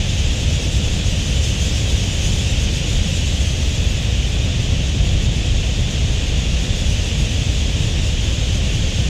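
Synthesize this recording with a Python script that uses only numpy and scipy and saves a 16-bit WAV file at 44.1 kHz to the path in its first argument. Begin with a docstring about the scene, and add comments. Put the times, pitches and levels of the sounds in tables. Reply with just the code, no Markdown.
"""A huge flock of budgerigars wheels over a waterhole in open country.
Throughout, random puffs from wingbeats merge into a low rush and warbled whistles into a shrill chatter.
At first the chatter is bright and flickers as the nearer birds call; near 4 s it dulls as they turn away.
Feather ticks hiss strongly again about then, as the front of the flock banks close by.
Near 5 s the wing thud swells as the thickest part sweeps overhead; near 7 s the chatter brightens again."""
import sys
import numpy as np
from scipy import signal
from scipy.fft import rfft, irfft
from scipy.io import wavfile
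from scipy.ndimage import uniform_filter1d

SR = 44100
rng = np.random.default_rng(int(sys.argv[2]) if len(sys.argv) > 2 else 0)


def put_to_file(sound):
    """Save the sound as 16-bit audio at rate SR, in the file named by the first command-line argument."""
    columns = np.atleast_2d(sound).T  # one column per channel
    safe = np.clip(columns, -1, 1)
    whole_steps = np.round(safe * 32767)
    wavfile.write(sys.argv[1], SR, whole_steps.astype(np.int16))


N = 400869  # length [samples]

# Spectrum of air pushed by the wings, thud and softer swish: (frequency [Hz], relative density [dB per Hz])
WING_SPECTRUM = [(12, -26), (22, -18), (32, -1.5), (41, -6), (60, 1), (100, -4.5), (160, -11.5), (250, -20),
                 (370, -26.5), (520, -25.5), (700, -31.5), (1000, -40), (1600, -42.5), (4000, -54.5)]
# Spectrum of the thin hiss of feathers: (frequency [Hz], relative density [dB per Hz])
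FEATHER_SPECTRUM = [(5000, -6), (9000, 0), (12500, 5), (15500, -5)]
# Loudness of the whole chorus: (time [s], level [dB])
CHORUS_LEVEL = [(0, -28), (.7, -29), (1.5, -28.5), (2.9, -28), (3.6, -29), (4.3, -29), (5.2, -29.5),
                (6, -29), (7.3, -28.5), (8, -29), (9, -28.5)]
# Spectrum of the chorus, strongest about the call pitch: (frequency [Hz], relative density [dB per Hz])
CHORUS_SPECTRUM = [(700, -18), (1300, -20.5), (1850, -9.5), (2150, -9.5), (2600, -2.1), (3050, -1),
                   (3450, -0.8), (3750, -4.5), (4100, -10), (5300, -11), (6700, -9.5), (8000, -20.5),
                   (10500, -37.5), (15500, -52)]
# Spectrum of nearer birds, which keep their upper overtones: (frequency [Hz], relative density [dB per Hz])
NEAR_SPECTRUM = [(1000, -27), (2000, -16), (2700, -5.5), (3450, -0.5), (4200, -6.5), (5400, -3),
                 (6700, 0.5), (7200, -2), (8000, -9.5), (10000, -17.5), (12500, -27), (15500, -32)]
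# Nearness of the closest birds as the flock wheels, before flurries: (time [s], relative level [dB])
NEARNESS_LEVEL = [(0, -1), (.7, 2.3), (1.1, 1), (1.6, 4.5), (2.0, 2.5), (2.35, 5), (2.6, 0.5), (3.2, 2.7),
                  (3.7, 0.4), (4.2, -4), (5.3, -3.2), (6.4, -3), (6.9, 0.5), (7.5, -0.5), (8.2, -1),
                  (9.05, -1.2)]

CALL_HZ, CALL_S = 3112, .06  # central pitch and length of a chirp
BANK_S, BANK_WIDTH_S, BANK_DB = 4.1, 0.49, 6  # the front of the flock banks close by
PASS_S, PASS_WIDTH_S, PASS_DB = 5.18, 0.19, 2.6  # the thickest part of the flock sweeps overhead
FLURRY_SLOW_HZ, FLURRY_FAST_HZ = 3.4, 9.2  # band of rates of the chance flurries
FLURRY_DEPTH_DB = 1.32  # rms depth of the flurries
EDGE_HZ = 15720  # upper band limit


def gain_of(db):
    """Level definition: an amplitude ratio is ten to the power of dB / 20."""
    return 10 ** (np.asarray(db) / 20)


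def evened(x):
    """Normalization: division by the root mean square gives unit rms."""
    return x / np.sqrt(np.mean(x ** 2) + 1e-20)


def steadied(x, window_s=.2):
    """Averaging of many alike sources: division by the running rms removes slow swells."""
    power = abs(uniform_filter1d(x ** 2, int(window_s * SR)))
    return x / np.sqrt(power + 1e-12)


def along(curve):
    """Linear interpolation: a (time [s], level [dB]) curve becomes dB for every sample."""
    return np.interp(np.arange(N) / SR, *np.transpose(curve))


def coloured(x, points):
    """Spectral shaping: whitening a dense sound, then weighting it by the points, at unit rms."""
    spectrum, hz = rfft(x), np.fft.rfftfreq(N, 1 / SR)
    f, db = np.transpose(points)
    own = np.sqrt(abs(uniform_filter1d(abs(spectrum) ** 2, size=400)) + 1e-9)
    low_end = 1 / (1 + (f[0] / (hz + 1)) ** 4)
    high_end = 1 / (1 + (hz / f[-1] / 2) ** 4)
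    target = gain_of(np.interp(np.log(hz + 1), np.log(f), db))
    return evened(irfft(spectrum / own * low_end * high_end * target, N))


def wander(step_size=24):
    """Random modulation: normal values every step_size samples, joined by straight lines."""
    knots = rng.standard_normal(N // step_size + 2)
    return np.interp(np.arange(N) / step_size, np.arange(len(knots)), knots)


def flurries():
    """Band-limited random modulation: noise between two rates gives surges in dB, several each second."""
    hz = np.fft.rfftfreq(N, 1 / SR)
    above_slow = 1 / (1 + (FLURRY_SLOW_HZ / (hz + 1e-3)) ** 4)
    below_fast = 1 / (1 + (hz / FLURRY_FAST_HZ) ** 4)
    noise = rfft(rng.standard_normal(N))
    return FLURRY_DEPTH_DB * evened(irfft(noise * above_slow * below_fast, N))


def wings(strokes_per_s=9000, rush_db=-17.5, swish_db=-17, thud_hz=230):
    """Superposition of impulses: random puffs of air merge into a swelling thud and a steady swish."""
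    strokes = rng.standard_normal(N) * (rng.random(N) < strokes_per_s / SR)
    puffs = coloured(strokes, WING_SPECTRUM)
    thud = signal.sosfiltfilt(signal.butter(3, thud_hz, fs=SR, output="sos"), puffs)
    swish = puffs - thud
    swell_db = PASS_DB / (1 + ((np.arange(N) / SR - PASS_S) / PASS_WIDTH_S) ** 2)
    rush = gain_of(rush_db + swell_db) * steadied(thud, window_s=.35)
    return rush + gain_of(swish_db) * swish


def feathers(nearness_db, hiss_db=-62, follow=.9, flutter_db=2.5, ticks_per_s=3200):
    """Shot noise: tiny random feather ticks make a fluttering hiss, boosted as the flock banks."""
    ticks = rng.standard_normal(N) * (rng.random(N) < ticks_per_s / SR)
    flutter = gain_of(flutter_db * wander(step_size=600))
    banking_db = BANK_DB * np.exp(-((np.arange(N) / SR - BANK_S) / BANK_WIDTH_S) ** 2)
    level = gain_of(hiss_db + follow * nearness_db + banking_db)
    return level * flutter * coloured(ticks, FEATHER_SPECTRUM)


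def chirps(spread_db, overtone_db, pitch_spread=.15, arch=.12, warble=.025, warble_hz=130,
           rasp=.012, count=400):
    """Frequency modulation: a string of arched, warbled, rough whistles, each with three overtones."""
    length, pitch, slide, speed, nearness = rng.uniform(-1, 1, (count, 5)).T
    starts = np.cumsum(CALL_S * 2 ** length) - 1  # the string begins before the scene [s]
    t = np.arange(N) / SR
    place = np.interp(t, starts, np.arange(count))
    call = place.astype(int)  # which call sounds
    u = place - call  # how far along it is, 0 to 1
    hump = 4 * u * (1 - u)
    contour = arch * (hump - 2 / np.pi + slide[call] * (u - .5))
    trill = warble * np.sin(np.float32(2 * np.pi * warble_hz * (2 ** speed)[call] * t))
    roughness = rasp * wander()
    hz = CALL_HZ * np.exp(pitch_spread * pitch[call] + contour + trill + roughness)
    phase = np.float32(2 * np.pi * (np.cumsum(hz) / SR % 1))
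    # each higher harmonic changes by overtone_db
    voice = sum(float(gain_of(overtone_db * k)) * np.sin((k + 1) * phase) for k in range(4))
    return voice * hump * gain_of(spread_db * nearness)[call]


def chorus(spread_db, overtone_db, count):
    """Superposition: independent strings of calls add, at unit rms."""
    return evened(sum(chirps(spread_db, overtone_db) for _ in range(count)))


def far_chatter(far_db=0, blur_db=7.5):
    """Incoherent summation: chirps lie over noise, the countless distant calls blurred into a shrill band."""
    blur = gain_of(blur_db) * rng.standard_normal(N)
    voices = chorus(spread_db=0.5, overtone_db=-0.5, count=10) + blur
    level = gain_of(far_db + along(CHORUS_LEVEL))
    return level * steadied(coloured(voices, CHORUS_SPECTRUM), window_s=0.37)


def near_chatter(nearness_db, near_db=-35.5, rasp_db=-2):
    """Amplitude modulation: flurries vary the fewer, brighter, raspy chirps of the nearer birds."""
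    rasp = gain_of(rasp_db) * rng.standard_normal(N)
    voices = chorus(spread_db=2.5, overtone_db=-7.0, count=7) + rasp
    level = gain_of(near_db + nearness_db)
    return level * steadied(coloured(voices, NEAR_SPECTRUM), window_s=0.095)


def scene():
    """Linear superposition: one nearness governs both the feather hiss and the bright chirps."""
    nearness_db = along(NEARNESS_LEVEL) + flurries()
    background = wings() + feathers(nearness_db)
    chatter = far_chatter() + near_chatter(nearness_db)
    return (background + chatter)[None]


def record(dry, fade_s=0.0023):
    """Band limitation: a linear-phase low-pass follows a very short fade at both ends."""
    samples_to_end = np.minimum(np.arange(N), np.arange(N)[::-1])
    fade = np.minimum(samples_to_end / (fade_s * SR), 1)
    low_pass = signal.firwin(1023, EDGE_HZ, window=("kaiser", 9), fs=SR)
    return signal.oaconvolve(dry * fade, low_pass[None], "same")


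dry = scene()
out = record(dry)
put_to_file(out)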